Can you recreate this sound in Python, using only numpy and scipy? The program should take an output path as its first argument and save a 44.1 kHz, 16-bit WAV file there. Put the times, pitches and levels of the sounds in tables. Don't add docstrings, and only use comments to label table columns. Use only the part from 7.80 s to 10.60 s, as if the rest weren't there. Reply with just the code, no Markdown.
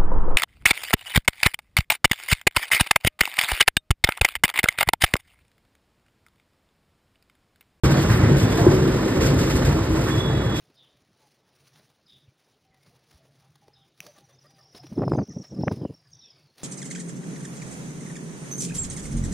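import sys
import numpy as np
from scipy import signal
from scipy.fft import rfft, irfft
from scipy.io import wavfile

SR = 44100
rng = np.random.default_rng(int(sys.argv[2]) if len(sys.argv) > 2 else 0)


def output_pcm(signal):
    pcm = np.clip(np.atleast_2d(signal).T, -1, 1) * 32767
    wavfile.write(sys.argv[1], SR, np.round(pcm).astype(np.int16))


N = 123480


def amp(db):
    return 10 ** (np.asarray(db) / 20)


def evened(x):
    return x / np.sqrt(np.mean(x ** 2) + 1e-20)


def along(table, column):
    rows = np.array(table)
    return np.interp(np.arange(N) / SR, rows[:, 0], rows[:, column])


def colour(x, points):
    point_hz, point_db = np.transpose(points)
    hz = np.fft.rfftfreq(N, 1 / SR) + 1
    gain_db = np.interp(np.log(hz), np.log(point_hz), point_db, left=-70, right=-70)
    return evened(irfft(rfft(x) * amp(gain_db), N))


def grains(per_s, spread_db):
    size_db = spread_db * np.minimum(rng.exponential(1, N), 5)
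    sign = rng.choice([-1., 1.], N)
    return amp(size_db) * sign * (rng.random(N) < per_s / SR)


def wander(seconds):
    return evened(signal.oaconvolve(rng.standard_normal(N), np.hanning(int(seconds * SR)), "same"))


FLUTTER_DB = 3.2
HORN_HZ, HORN_WAVER, HORN_SAG_HZ_PER_S = 3424, .003, 55

# start_s, partial_8_db, partial_9_db
HORN_LEVELS = [(2.24, -47, -50), (2.32, -34, -52), (2.42, -31, -52), (2.5, -35, -47), (2.6, -37, -45),
               (2.65, -39, -55), (2.72, -37, -50), (2.8, -32, -45)]
# level_db, lead_rad
HORN_LEFT = [(-5, 2.4), (-3, 0)]


def horn():
    since_s = np.arange(N) / SR - HORN_LEVELS[0][0]
    pitch_hz = (HORN_HZ - HORN_SAG_HZ_PER_S * since_s) * (1 + HORN_WAVER * wander(0.027))
    turns = np.cumsum(pitch_hz) / SR
    left, right = np.zeros((2, N))
    for k, (db, lead_rad) in enumerate(HORN_LEFT):
        level_db = along(HORN_LEVELS, column=k + 1)
        angle = 2 * np.pi * turns * (8 + k) / 8
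        left += amp(level_db + db + FLUTTER_DB * wander(0.022)) * np.sin(angle + lead_rad)
        right += amp(level_db + FLUTTER_DB * wander(0.02)) * np.sin(angle)
    return np.array([left, right]) * np.clip(since_s / 0.021, 0, 1)


FIRING_HZ, KNOCK = 47.2, 0.24

# start_s, roar_db, grit_db
PASS = [(0.04, -28.5, -48), (1.86, -32.5, -46.5), (2.8, -33, -56)]
# freq_hz, level_db
ROAR_SPECTRUM = [(300, 1), (600, 4.5), (1000, 0.5), (1900, -4), (2400, -11), (3500, -14), (5000, -18.5),
                 (8000, -24)]


def roar():
    turns = np.cumsum(FIRING_HZ * (1 + .1 * wander(0.13))) / SR
    chop = 1 - KNOCK + KNOCK * 2 * np.exp(-(turns % 1) / 0.082)
    level_db = along(PASS, column=1) + 1.8 * wander(0.029)
    return amp(level_db) * colour(chop * rng.standard_normal(N), ROAR_SPECTRUM)


SQUEAK_DB, SQUEAK_WAVER = -46, .004

# start_s, length_s, pitch_hz
SQUEAKS = [(0.118, 0.15, 4430), (0.127, 0.1, 3370), (0.557, 0.17, 3480), (0.718, 0.08, 3500)]


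def squeaks():
    t, out = np.arange(N) / SR, np.zeros(N)
    for start_s, length_s, pitch_hz in SQUEAKS:
        level = amp(SQUEAK_DB + FLUTTER_DB * wander(.03))
        swell = np.sin(np.pi * np.clip((t - start_s) / length_s, 0, 1)) ** .5
        turns = pitch_hz * np.cumsum(1 + SQUEAK_WAVER * wander(0.056)) / SR
        out += level * swell * np.sin(2 * np.pi * turns)
    return out


SCRAPE_OCTAVES, SCRAPE_RISE_S, SCRAPE_FALL_S = 0.8, 0.0098, 0.011

# start_s, level_db, length_s, centre_hz
SCRAPES = [(0.289, -33.5, 0.19, 1610), (0.777, -28.5, 0.16, 730), (2.271, -30.5, 0.033, 1400)]


def scrapes():
    t, out = np.arange(N) / SR, np.zeros(N)
    inner, outer = 2 ** (SCRAPE_OCTAVES / 2), 2 ** (2 * SCRAPE_OCTAVES)
    for start_s, level_db, length_s, hz in SCRAPES:
        band = [(hz / outer, -30), (hz / inner, 0), (hz * inner, -2), (hz * outer, -30)]
        rise = np.clip((t - start_s) / SCRAPE_RISE_S, 0, 1)
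        fall = np.exp(-np.maximum(t - start_s - length_s, 0) / SCRAPE_FALL_S)
        out += amp(level_db) * rise * fall * colour(grains(2500, 1.1), band)
    return out


# start_s, level_db, pitch_hz, decay_s (to 1/e)
PINGS = [(.785, -20, 694, 0.022), (0.8654, 2, 351, 0.011), (.915, -17.5, 374, 0.12),
         (2.272, -25, 1340, 0.0041)]


def pings():
    t, out = np.arange(N) / SR, np.zeros(N)
    for start_s, level_db, pitch_hz, decay_s in PINGS:
        since_s = t - start_s
        rise = np.clip(since_s * pitch_hz * 2, 0, 1)
        fall = np.exp(-np.maximum(since_s, 0) / decay_s)
        out += amp(level_db) * rise * fall * np.sin(-2 * np.pi * pitch_hz * since_s)
    return out


RATTLE_LOW_HZ, RATTLE_HIGH_HZ, RATTLE_T60_S = 800, 4600, .1
RATTLES_PER_S, RATTLE_DB, RATTLE_TILT_DB_PER_OCTAVE = 12, -8, -4


def rattle():
    t, out = np.arange(SR // 8) / SR, np.zeros(N)
    spaced_hz = np.geomspace(RATTLE_LOW_HZ, RATTLE_HIGH_HZ, num=40)
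    for hz in spaced_hz * rng.uniform(.98, 1.02, size=40):
        tilt_db = RATTLE_TILT_DB_PER_OCTAVE * np.log2(hz / RATTLE_LOW_HZ)
        ring = amp(tilt_db - 60 * t / RATTLE_T60_S) * np.sin(2 * np.pi * hz * t)
        rise = np.minimum(t / .004, 1)
        out += signal.oaconvolve(grains(RATTLES_PER_S, 2.5), ring * rise)[:N]
    return amp(along(PASS, column=1) + RATTLE_DB) * evened(out)


CRUNCH_RISE_S, CRUNCH_FALL_S = 0.0064, 0.024
GRAINS_PER_S, GRAIN_SPREAD_DB, GRIT_DB, FIZZ_DB = 7100, -2, 10.5, -14.5

# freq_hz, level_db
GRIT_SPECTRUM = [(1000, 7), (2500, 5), (4000, 0.5), (6000, 3), (9000, -9), (12500, -10), (15700, -48)]
# freq_hz, level_db
FIZZ_SPECTRUM = [(8000, 0), (10500, -6), (13000, -5), (15700, -8)]
# start_s, over_hiss_db, length_s
CRUNCHES = [(0.037, 8, 0.014), (0.097, 7, 0.025), (0.166, 5.5, 0.071), (0.297, 7.5, 0.032),
            (0.564, 4.5, 0.056), (0.717, 3.5, 0.021), (0.77, 6.5, 0.023), (0.908, 5.5, 0.013),
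            (1.405, 8, 0.068), (1.585, 5, 0.055), (1.694, 6.5, 0.019), (1.748, 3.5, 0.03),
            (1.846, 4.5, 0.049), (2.154, 4, 0.018), (2.215, 4, 0.04), (2.269, 4, 0.11), (2.742, 9, .05)]


def grit():
    t, swell = np.arange(N) / SR, np.ones(N)
    for start_s, over_db, length_s in CRUNCHES:
        rise = np.clip((t - start_s) / CRUNCH_RISE_S, 0, 1)
        fall = np.exp(-np.maximum(t - start_s - length_s, 0) / CRUNCH_FALL_S)
        swell += (amp(over_db) - 1) * rise * fall
    snaps = colour(grains(GRAINS_PER_S, GRAIN_SPREAD_DB) + 2.0 * rng.standard_normal(N), GRIT_SPECTRUM)
    fizz = amp(FIZZ_DB + 2.5 * wander(.03)) * colour(grains(3000, 1.5), FIZZ_SPECTRUM)
    level_db = along(PASS, column=2) + GRIT_DB + 1.3 * wander(.025)
    return amp(level_db) * swell * (snaps + fizz)


BUMPS_PER_S, BUMP_SPREAD_DB, GROUND_DB = 260, 3, -1.5
SHELL_HZ = 220
JOLT_RISE_S, JOLT_OCTAVES = 0.0021, 0.17

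# pitch_hz, level_db, t60_s
MODES = [(57.2, -1, 0.34), (81.5, -0.5, 0.17), (111, 4.5, 0.17), (140.2, 1.5, 0.31), (197.6, -1.5, 0.1),
         (260, -4.5, 0.089), (319.7, -2, 0.22), (375.2, -9.5, 0.22), (446.4, -7.5, 0.16),
         (532.4, -4.5, 0.051)]
# start_s, frame_rumble_db, shell_ring_db
BOOM = [(.07, -18, -26.5), (.22, -21.5, -30), (.5, -19.5, -24), (.74, -22, -24), (.95, -21.5, -21),
        (1.2, -24.5, -25.5), (1.47, -22.5, -21), (1.88, -22.5, -27.5), (2.18, -24.5, -28),
        (2.8, -24.5, -31)]
# freq_hz, level_db
GROUND_SPECTRUM = [(40, -54), (60, -6.5), (150, 0), (400, -7), (700, -21)]
# start_s, peak_db, pitch_hz (modes struck most)
JOLTS = [(0.299, -10, 108), (0.429, -6.5, 118.5), (0.489, -14, 361), (0.512, -6.5, 132), (0.629, -8, 106),
         (0.811, -10, 102), (.879, -14, 310), (0.882, -8, 125.6), (1.05, -20, 320), (1.384, -12, 75),
         (1.468, -13.5, 150), (1.53, -13, 260), (1.747, -15, 100), (1.87, -12.5, 132), (2.358, -15, 117),
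         (2.659, -14.5, 105.4)]


def drums():
    t = np.arange(SR // 2) / SR
    mode_hz = np.array(MODES)[:, 0]
    modes = np.array([amp(db - 60 * t / t60_s) * np.sin(2 * np.pi * hz * t) for hz, db, t60_s in MODES])
    bumps = np.array([signal.oaconvolve(grains(BUMPS_PER_S, BUMP_SPREAD_DB), mode)[:N] for mode in modes])
    is_shell = mode_hz > SHELL_HZ
    shell = evened(bumps[is_shell].sum(0))
    frame = evened(bumps[~is_shell].sum(0))
    ground = amp(GROUND_DB) * colour(rng.standard_normal(N), GROUND_SPECTRUM)
    out = amp(along(BOOM, column=2)) * shell + amp(along(BOOM, column=1)) * (frame + ground)
    for start_s, peak_db, pitch_hz in JOLTS:
        strike = np.exp(-(np.log2(mode_hz / pitch_hz) / JOLT_OCTAVES) ** 2)
        ring = strike @ modes * (1 - np.exp(-t / JOLT_RISE_S))
        part = out[round(start_s * SR):][:len(t)]
        part += (amp(peak_db) * ring / abs(ring).max())[:len(part)]
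    return out


# freq_hz, left_lead_rad, scattered_share_db, left_minus_right_db
PORTS = [(0, 0, -40, 0), (300, -.35, -22, .3), (500, -.75, -13, 0), (750, -1.5, -4, -5), (950, 0, -8, -4),
         (1300, -.55, -9, -3), (1900, .3, -8, -2), (2300, 2.2, -2.4, -1), (3100, 2.8, -1.2, -3),
         (3800, 1, -.4, -2), (4300, 2.6, -1, -.5), (5000, 2, -.4, -.5), (5700, 2.9, -18, 0),
         (6050, 3.14, -25, 0), (10200, 9.42, -25, 0), (14900, 15.7, -25, 0)]


def ports(direct, scattered):
    port_hz, *columns = np.transpose(PORTS)
    hz = np.fft.rfftfreq(N, 1 / SR)
    lead_rad, share_db, tilt_db = (np.interp(hz, port_hz, column) for column in columns)
    share = amp(np.minimum(share_db, 0))
    right = rfft(direct)
    left = np.sqrt(1 - share ** 2) * np.exp(1j * lead_rad) * right + share * rfft(scattered)
    return irfft(np.array([left * amp(tilt_db / 2), right * amp(-tilt_db / 2)]), N)


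def scene():
    rings = pings() + squeaks()
    direct, scattered = (drums() + roar() + rattle() + scrapes() + grit() + rings for _ in range(2))
    return ports(direct, scattered) + horn()


START_S, LOW_CUT_HZ, EDGE_HZ = .0355, 44.4, 15700


def record(dry):
    bass_cut = signal.butter(4, LOW_CUT_HZ, "high", fs=SR, output="sos")
    heard = signal.sosfilt(bass_cut, dry) * (np.arange(N) / SR > START_S)
    heard = np.tanh(heard / 1.6) * 1.6
    treble_limit = signal.firwin(511, EDGE_HZ, window=("kaiser", 9), fs=SR)
    return signal.oaconvolve(heard, treble_limit[None], "same")


dry = scene()
out = record(dry)
output_pcm(out)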